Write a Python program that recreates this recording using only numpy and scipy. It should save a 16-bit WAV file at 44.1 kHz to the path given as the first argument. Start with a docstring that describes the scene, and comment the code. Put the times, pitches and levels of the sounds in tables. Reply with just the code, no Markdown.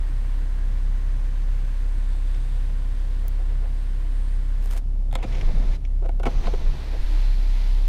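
"""An electric glass roof opens over the deep boom of an idling engine, heard on one microphone inside
the parked car. First the blind winds back, motor whining and runners scraping, and crinkles into its
cassette. Then the latch clicks and the panel tilts out of its seal, pauses, clunks free and slides back
on chattering gears. The moving panel sways the cabin air, and the boom grows once the roof is open."""
import sys
import numpy as np
from scipy import signal
from scipy.fft import rfft, irfft, next_fast_len
from scipy.io import wavfile
from scipy.ndimage import map_coordinates

SR = 44100
rng = np.random.default_rng(int(sys.argv[2]) if len(sys.argv) > 2 else 0)


def file_out(sig):
    """Save sig as 16-bit WAV at sys.argv[1]."""
    # one column per channel
    cols = np.atleast_2d(sig).T
    # limit, then scale
    lim = np.clip(cols, -1, 1)
    pcm = np.round(lim * 32767).astype(np.int16)
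    wavfile.write(sys.argv[1], SR, pcm)


N = 347508

BLIND_STOP_S, TILT_START_S, TILT_STOP_S, SLIDE_START_S = 4.81, 5.215, 5.775, 6.255
OPEN_S, OPEN_RISE_S = 7.04, 0.1  # the cabin takes on its open-roof sound


def amp(db):
    """dB to gain."""
    return 10 ** (np.asarray(db) / 20)


def unit(x):
    """x at rms 1."""
    return x / np.sqrt(np.mean(x ** 2) + 1e-20)


def clock():
    """The time of every sample (s)."""
    return np.arange(N) / SR


def after(start, ramp):
    """0 before start, then rising to 1 over ramp seconds."""
    return np.clip((clock() - start) / ramp, 0, 1)


def running(start, stop, ramp):
    """1 while a motor runs, with a short spin-up and run-down."""
    return after(start, ramp) * (1 - after(stop - ramp, ramp))


def swell(s, length):
    """A soft rise and fall centred on the time s."""
    return np.exp(-2 * np.minimum(abs(clock() - s) / length, 10) ** 2)


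def swells(rows):
    """The sum of (time, length, height) swells."""
    return sum(height * swell(s, length) for s, length, height in rows)


def wobble(rate):
    """A smooth random curve, rate knots a second."""
    return map_coordinates(rng.standard_normal(int(N * rate / SR) + 4), [np.arange(N) * rate / SR])


def filtered(x, response):
    """x times a complex response of frequency."""
    size = next_fast_len(N + SR // 2)
    return irfft(rfft(x, size) * response(np.fft.rfftfreq(size, 1 / SR)), size)[:N]


def coloured(x, points):
    """x through a (frequency [Hz], level [dB]) spectrum, at rms 1."""
    f, db = np.transpose(points)
    return unit(filtered(x, lambda hz: amp(np.interp(np.log(hz + 1), np.log(f), db))))


def noise(points):
    """Smooth noise of a given colour."""
    return coloured(rng.standard_normal(N), points)


def grains(rate, spread_db):
    """Friction: tiny slips of uneven size, rate a second."""
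    return unit(rng.standard_normal(N) * amp(spread_db * np.clip(wobble(rate), -2, 2)))


def ring(x, modes):
    """x through (frequency [Hz], width [Hz], level [dB]) resonances; white noise keeps its level."""
    def response(f):
        body = sum((-1) ** k * amp(db) * 1j * f * width / (hz * hz - f * f + 1j * f * width)
                   for k, (hz, width, db) in enumerate(modes))
        return body / np.sqrt(np.mean(abs(body) ** 2))
    return filtered(x, response)


def strike(s, t60, attack):
    """The envelope of one contact at the time s: a fast rise, then 60 dB down in t60 seconds."""
    envelope = np.zeros(N)
    near = np.arange(int(s * SR), min(int(s * SR) + SR // 2, N))
    age = np.maximum(near / SR - s, 0)
    envelope[near] = (1 - np.exp(-age / attack)) * amp(-60 * age / t60)
    return envelope


def contact(s, t60, chatter_db):
    """One firm push and the short chatter of the two parts settling."""
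    force = amp(chatter_db) * strike(s, t60, attack=0.00037) * rng.standard_normal(N)
    force[int(s * SR)] += 1
    return force


def boom_level():
    """The boom (dB): steady in the shut cabin, unsettled as the panel shifts, louder with the roof open."""
    # brief dropouts of the boom: (time [s], length [s], depth [dB])
    dips = [(4.82, 0.022, 7), (5.25, 0.027, 9), (5.79, 0.061, 9.5), (6.59, 0.069, 11), (6.83, 0.078, 16)]
    shut_db, open_gain_db = -21, 4
    shifting = running(TILT_START_S, TILT_STOP_S, ramp=.05) + running(SLIDE_START_S, OPEN_S, ramp=.05)
    waver = .5 * wobble(3.93)
    uneven_firing = 0.76 * wobble(20)
    flutter = 3.5 * shifting * wobble(16)
    opened = open_gain_db * after(OPEN_S, OPEN_RISE_S)
    return shut_db + waver + uneven_firing + flutter - swells(dips) + opened


def engine():
    """The firing rate booms in the cabin; its overtones waver and the background throbs with it."""
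    # higher engine orders: (multiple of the firing rate, level [dB])
    orders = [(2, -36.5), (3, -49), (4, -49.5), (5, -62), (6, -59), (7, -65), (8, -61.5), (10, -67)]
    # body shake between the orders: (frequency [Hz], level [dB])
    shake_colour = [(10, -16), (25, -6.5), (42, -5), (54, 1.5), (78, -8), (118, -11), (138, -6.5),
                    (155, -18), (220, -24.5), (600, -63.5)]
    # the cabin's background: (frequency [Hz], level [dB])
    cabin_colour = [(88, -37), (150, -7), (250, -8.5), (330, -9.5), (420, -17.5), (540, -16), (620, -17.5),
                    (860, -21), (1050, -27.5), (1500, -31), (4600, -37.5), (6000, -41.5), (11500, -46),
                    (15000, -65)]
    firing_hz, drift = 33.04, 0.00299
    shake_db, cabin_db, open_loss_db = -42, -50.5, 2.5
    phase = 2 * np.pi * np.cumsum(firing_hz * (1 + drift * wobble(1.5))) / SR
    boom = amp(boom_level()) * np.sin(phase)
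    hum = 0
    for order, db in orders:
        gain = amp(db + 0.15 * order * wobble(5).clip(-1.5, 1.5) + 0.77 * wobble(1.9))
        hum += gain * np.sin(order * (phase + 0.036 * wobble(3.7)) + rng.uniform(0, 2 * np.pi))
    vented = amp(-open_loss_db * after(OPEN_S, OPEN_RISE_S))  # sound escapes through the open roof
    shake = amp(shake_db) * vented * noise(shake_colour)
    background = amp(cabin_db) * (1 + 0.1 * np.sin(phase)) * noise(cabin_colour)
    return np.sqrt(2) * (boom + vented * hum) + shake + background


def blind():
    """Overhead the motor whines faintly, runners and cables scrape in their rails and the fabric hisses."""
    # spectra of the runners, cables and fabric: (frequency [Hz], level [dB])
    runner_colour = [(200, -3.5), (450, -4), (750, -0.5), (1050, 4.5), (1270, -1.5), (1520, 2.5),
                     (1900, 1.5), (2150, -2.5), (3600, -16), (7000, -25)]
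    cable_colour = [(1500, -19), (2200, -0.5), (3000, 1), (3700, 0), (4700, -2.5), (5400, -7), (7500, -10),
                    (11000, -15), (14800, -22), (15600, -43)]
    fabric_colour = [(5000, -25), (7500, -1.5), (8400, 3.5), (9100, 5), (10000, -16), (15000, -42)]
    # the cable rasps harder in mid travel: (time [s], length [s], rise [dB])
    cable_load = [(2.3, 1.1, 1.5)]
    # the fabric's hiss swells as it winds: (time [s], length [s], rise [dB])
    fabric_swells = [(.15, .45, 3), (2.2, 0.79, 4.5), (3.8, .2, 3), (4.28, 0.2, 4)]
    # the motor slows where the runners scuff: (time [s], length [s], drop [Hz])
    sags = [(3.5, 0.304, 6)]
    runner_db, cable_db, fabric_db, whine_db = -52.5, -60, -71, -60.5
    motor_hz = 490.5
    drag_db = .6 * wobble(10)
    distance_db = 0.54 * clock()  # the runners move away from the microphone
    runners = amp(runner_db - distance_db + 0.29 * wobble(7.06))
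    runners *= coloured(grains(rate=250, spread_db=1.3), runner_colour)
    cables = amp(cable_db + swells(cable_load) + drag_db)
    cables *= coloured(grains(rate=440, spread_db=0.9), cable_colour)
    fabric = amp(fabric_db + swells(fabric_swells) + 0.42 * wobble(5.2)) * noise(fabric_colour)
    whine_hz = motor_hz * (1 + 0.00299 * wobble(8.9)) - swells(sags)
    whine = amp(whine_db + 2 * drag_db) * np.sin(2 * np.pi * np.cumsum(whine_hz) / SR)
    return running(-1, BLIND_STOP_S, ramp=0.019) * (runners + cables + fabric + whine)


def cable_guides():
    """As blind or panel is drawn back, the cables sing in their guides at pitches that change on the way."""
    # singing bands: (time [s], length [s], pitch [Hz], width [Hz], level [dB])
    bands = [(.58, .13, 1630, 50, -59), (1.15, 1.5, 6160, 1500, -70), (1.6, .4, 2720, 400, -68),
             (2.3, 0.4, 3590, 160, -66), (4.25, .22, 8800, 900, -69), (6.453, 0.36, 5970, 899.6, -61),
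             (6.469, 0.016, 4100, 1100, -43.5), (7.052, 0.76, 1720, 900, -55),
             (7.27, .16, 4200, 450, -55.5)]
    pulling = running(-1, BLIND_STOP_S, ramp=.023) + after(SLIDE_START_S, ramp=.021)
    singing = 0
    for s, length, hz, width, db in bands:
        band = filtered(rng.standard_normal(N), lambda f: 1 / (1 + (2 * (f - hz) / width) ** 2))
        singing += amp(db) * swell(s, length) * unit(band)
    return pulling * singing


def drive_ticks():
    """Gear teeth snap together as the drive loads or relaxes, muffled behind the roof lining."""
    # the drive takes up its slack: (time [s], level [dB])
    ticks = [(2.346, -28), (5.3253, -24), (5.3466, -23), (5.352, -23), (5.3712, -24), (5.384, -28),
             (5.4121, -16.5), (5.851, -24.5)]
    # modes of the small gear teeth: (frequency [Hz], width [Hz], level [dB])
    tooth_modes = [(2200, 430, 2.5), (3330, 450, -1.5), (5470, 730, -8.5), (6900, 400, -16),
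                   (8950, 900, -24)]
    lining_cutoff_hz = 7500
    blows = sum(amp(db) * contact(s, t60=0.031, chatter_db=-19.5) for s, db in ticks)
    return filtered(ring(blows, tooth_modes), lambda hz: 1 / np.sqrt(1 + (hz / lining_cutoff_hz) ** 10))


def frame(force, pitch_hz):
    """The roof frame rings; the place of contact favours its modes near pitch_hz."""
    # modes of the frame: (frequency [Hz], width [Hz], level [dB])
    modes = [(249, 32, 3.5), (385, 120, 1.5), (526, 42, 4), (680, 39, 1.5), (796, 94, -2.5),
             (1060, 90, -8.5), (1298, 70, -9.5), (1480, 59, -6), (2170, 47, -11), (2250, 70, -15)]
    focus_db_per_octave = 7
    age = np.arange(SR // 5) / SR
    ringing = 0
    for k, (hz, width, db) in enumerate(modes):
        gain = (-1) ** k * width * amp(db - focus_db_per_octave * abs(np.log2(hz / pitch_hz)))
        ringing += gain * np.exp(-np.pi * width * age) * np.sin(2 * np.pi * hz * age)
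    return signal.oaconvolve(force, ringing / np.linalg.norm(ringing))[:N]


def linkage():
    """Each contact snaps, clicks and knocks the frame; scuffs swell and fade through the same frame."""
    # contacts, levels relative within a column: (time [s], click [dB], knock [dB], snap [dB], pitch [Hz])
    knocks = [(5.127, -39, -35, -37.5, 695), (5.153, -25, -32, -28.5, 780), (5.228, -35, -40, -49, 600),
              (6.059, -42, -39, -53, 530), (6.0905, -37, -32, -49, 570), (6.197, -39, -33, -45, 700),
              (6.204, -50, -38, -58, 530), (6.232, -29, -34, -44, 1250), (6.237, -39, -33, -52, 780),
              (6.2546, -25, -25, -45, 800), (6.2598, -31, -28.5, -52, 2250), (6.2636, -33, -24, -52, 600),
              (6.266, -35, -25.5, -52, 423), (6.268, -34, -28.5, -54, 1460), (6.281, -56, -27.5, -60, 600),
              (6.4693, -32, -29.5, -45, 1150), (6.478, -45, -26, -53, 543), (6.5366, -32, -26.5, -50, 416),
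              (6.546, -44, -33, -56, 500)]
    # scuffs of runners and seals: (time [s], length [s], groan [dB], rasp [dB], groan pitch [Hz])
    scuffs = [(3.262, .035, -51, -70, 680), (3.401, 0.027, -47.5, -70, 680),
              (3.509, 0.034, -48.5, -53.5, 450), (3.638, 0.042, -46.5, -70, 680),
              (4.762, .047, -47.5, -63, 700), (5.193, 0.043, -45, -50.5, 750),
              (5.239, 0.019, -35, -39, 616), (5.35, 0.047, -45, -48, 560), (6.025, 0.014, -38, -62, 480),
              (6.053, 0.018, -35, -56, 530), (6.271, 0.021, -32, -48, 600), (6.454, 0.032, -44, -43, 500),
              (6.944, .034, -41, -53, 600)]
    # spectra of a hard contact's click and treble snap: (frequency [Hz], level [dB])
    click_colour = [(300, -3), (900, 6.5), (1500, -4), (2200, 2), (3300, -3.5), (4500, -14), (7000, -17),
                    (15000, -40)]
    snap_colour = [(1500, -19), (4000, 7), (7000, 0), (12000, 1), (15000, -13), (16000, -20)]
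    click = snap = body = 0
    for s, click_db, knock_db, snap_db, hz in knocks:
        click += amp(click_db - 0.5) * strike(s, t60=0.026, attack=0.0015)
        snap += amp(snap_db + 1.5) * strike(s, t60=0.0093, attack=0.00037)
        body += frame(amp(knock_db + 21) * contact(s, t60=0.044, chatter_db=-21), hz)
    for s, length, groan_db, rasp_db, hz in scuffs:
        body += frame(amp(groan_db) * swell(s, length) * rng.standard_normal(N), hz)
        click += amp(rasp_db) * swell(s, length)
    return click * noise(click_colour) + snap * noise(snap_colour) + body


def crease_flick():
    """A crease in the blind flicks flat: a very short snap, nearly all treble, then a faint flutter."""
    flick_s, flick_db = 3.2818, -27.5
    # the flick's spectrum: (frequency [Hz], level [dB])
    colour = [(3000, -30), (5500, -7), (9000, -14), (12000, 2), (16000, -3.5)]
    snap = strike(flick_s, t60=0.0044, attack=.0001)
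    flutter = amp(-23) * strike(flick_s, t60=.05, attack=.001)
    return amp(flick_db) * (snap + flutter) * noise(colour)


def crinkle():
    """The fabric bunches in three folds as it enters the cassette, and a few creases snap."""
    # folds: (time [s], length [s], level [dB])
    folds = [(4.655, 0.048, -54), (4.727, 0.033, -45), (4.776, 0.02, -45.5)]
    # snapping creases: (time [s], level [dB])
    creases = [(4.6245, -44), (4.6407, -41), (4.6588, -35.5), (4.6745, -41), (4.7107, -31), (4.7255, -37),
               (4.735, -31), (4.766, -38), (4.7753, -29.5)]
    # the crumpling fabric's spectrum: (frequency [Hz], level [dB])
    colour = [(400, 6.5), (1500, 3), (4000, -2), (7000, -4.5), (12000, -5), (15000, -11), (16000, -30)]
    folding = sum(amp(db) * swell(s, length) for s, length, db in folds)
    snaps = sum(amp(db) * strike(s, t60=0.0085, attack=0.00022) for s, db in creases)
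    return folding * coloured(grains(rate=900, spread_db=1.5), colour) + snaps * noise(colour)


def latch():
    """The latch snaps open; the snap and each small rattle ring its hook for a moment."""
    # the snap and the rattles around it: (time [s], relative level [dB])
    snap = (5.1542, -21.5)
    rattles = [(5.1124, -43), (5.127, -37), (5.1385, -36), (5.1565, -29), (5.162, -37), (5.187, -41)]
    # modes of the hook: (frequency [Hz], width [Hz], level [dB])
    hook_modes = [(780, 115, 6), (1010, 200, -1.5), (1300, 120, 1.5), (2150, 140, 0.5), (2500, 160, -7),
                  (2830, 160, -13), (3340, 200, -0.5), (3690, 170, -0.5), (4180, 140, -9), (5050, 450, -15),
                  (6850, 520, -18), (9200, 900, -19)]
    blows = sum(amp(db + 15.5) * contact(s, t60=0.025, chatter_db=-21.5) for s, db in [snap] + rattles)
    return ring(blows, hook_modes)


def bumps_and_drone():
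    """Soft low bumps of the panel, and a brief low motor drone as it slides."""
    # the bumps, and the drone at 6.715 s: (time [s], length [s], pitch [Hz], relative level [dB])
    low_tones = [(5.136, .012, 120, -39), (5.16, .008, 240, -41), (5.251, 0.0046, 238, -34.5),
                 (5.541, 0.01, 185, -36), (5.56, 0.022, 139, -41), (5.604, .01, 252, -41),
                 (6.24, .012, 200, -46), (6.274, 0.02, 247, -33), (6.27, 0.021, 135, -38),
                 (6.475, 0.021, 202, -40.5), (6.542, 0.011, 288, -39), (6.715, 0.094, 132.7, -41.5),
                 (7.133, 0.039, 296, -50)]
    return sum(amp(db + 8) * swell(s, length) * np.sin(2 * np.pi * hz * (clock() - s))
               for s, length, hz, db in low_tones)


def roof_drive(gear_colour, drag_colour, gear_db, drag_db):
    """Gears and cables chatter in their housing while the panel drags unevenly on seal or rails."""
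    # modes of the drive housing: (frequency [Hz], width [Hz], level [dB])
    housing_modes = [(2020, 120, 0), (2400, 140, -4), (3440, 180, -10), (4240, 100, -12)]
    housing = amp(-11 + 2.6 * wobble(6)) * ring(grains(rate=230, spread_db=1.0), housing_modes)
    gear_gain = amp(gear_db + 1.2 * wobble(6))
    gears = coloured(grains(rate=200, spread_db=0.75), gear_colour)
    drag = amp(drag_db + 1.3 * wobble(14)) * coloured(grains(rate=90, spread_db=1.8), drag_colour)
    return gear_gain * (gears + housing) + drag


def panel_tilt():
    """The panel strains against its rubber seal, which grips harder, then lets go."""
    # spectra of the tilting gears and of rubber dragging on the frame: (frequency [Hz], level [dB])
    gear_colour = [(530, -25), (900, -2), (1530, -7.5), (1760, -1), (1930, -7), (2080, -2), (3030, -8),
                   (3740, -5), (5850, -12.5), (8040, -20.5), (10300, -22), (15000, -34)]
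    seal_colour = [(50, -1), (110, 5.5), (200, -5.5), (330, -9.5), (500, -10.5), (700, -13.5),
                   (1000, -20.5), (2000, -30.5), (6000, -66)]
    grip_db, free_s, ease_db_per_s = -35, 5.646, 66
    slack_db = 3 * (1 - after(TILT_START_S, ramp=0.34))
    seal_db = grip_db - slack_db - ease_db_per_s * np.maximum(clock() - free_s, 0)
    tilting = after(TILT_START_S, ramp=0.059) * running(TILT_START_S, TILT_STOP_S, ramp=0.015)
    return tilting * roof_drive(gear_colour, seal_colour, gear_db=-49.5, drag_db=seal_db)


def cabin_air():
    """Each push of the panel sets the cabin air swinging; a weak draught stays once the roof is open."""
    # the panel pumps the air: (time [s], length [s], level [dB])
    pushes = [(5.487, 0.11, -12.5), (5.677, 0.088, -19.5), (6.518, 0.33, -19), (6.703, 0.073, -17),
              (7.025, 0.062, -16.5)]
    sway_hz, draught_db = 22, -39
    pumping = sum(amp(db) * swell(s, length) for s, length, db in pushes)
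    swing = np.sin(2 * np.pi * np.cumsum(sway_hz * (1 + 0.189 * wobble(4.1))) / SR)
    return (pumping + amp(draught_db) * after(OPEN_S, OPEN_RISE_S)) * swing


def panel_slide():
    """The panel slides back; the rails' drag eases and a thin hiss comes in as it glides freely."""
    # spectra of the gears, the sliders in their rails and the hiss: (frequency [Hz], level [dB])
    gear_colour = [(410, -8.5), (700, -2.5), (940, -0.5), (1120, -7.5), (1760, -7.5), (1850, -5.5),
                   (2030, -7), (2620, -5), (2870, -6.5), (4210, -5.5), (7410, -20.5), (13200, -27.5),
                   (15000, -37)]
    rail_colour = [(80, 9), (200, 2), (290, -1.5), (440, -1), (650, -5), (950, -7), (1300, -13),
                   (4000, -42)]
    hiss_colour = [(2500, -12), (4500, 5), (7000, -3), (11000, -1.5), (15000, -7), (16000, -30)]
    free_db, stick_db, ease_s, hiss_db = -63, 26, 1.7, -63
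    rail_db = free_db + stick_db * np.exp(-np.maximum(clock() - SLIDE_START_S, 0) / ease_s)
    drive = roof_drive(gear_colour, rail_colour, gear_db=-49, drag_db=rail_db)
    hiss = amp(hiss_db) * after(start=6.55, ramp=.55) * noise(hiss_colour)
    return after(SLIDE_START_S, ramp=0.01) * drive + hiss


def scene():
    """Engine, blind and roof panel, heard from one spot in the cabin."""
    mix = engine() + blind() + cable_guides() + crease_flick() + crinkle() + latch()
    mix += panel_tilt() + panel_slide() + drive_ticks() + cabin_air() + linkage() + bumps_and_drone()
    return mix[None]


def record(dry):
    """The mono microphone in the cabin passes nothing above its band limit."""
    top_hz = 15900
    return filtered(dry[0], lambda hz: hz < top_hz)[None]


dry = scene()
out = record(dry)
file_out(out)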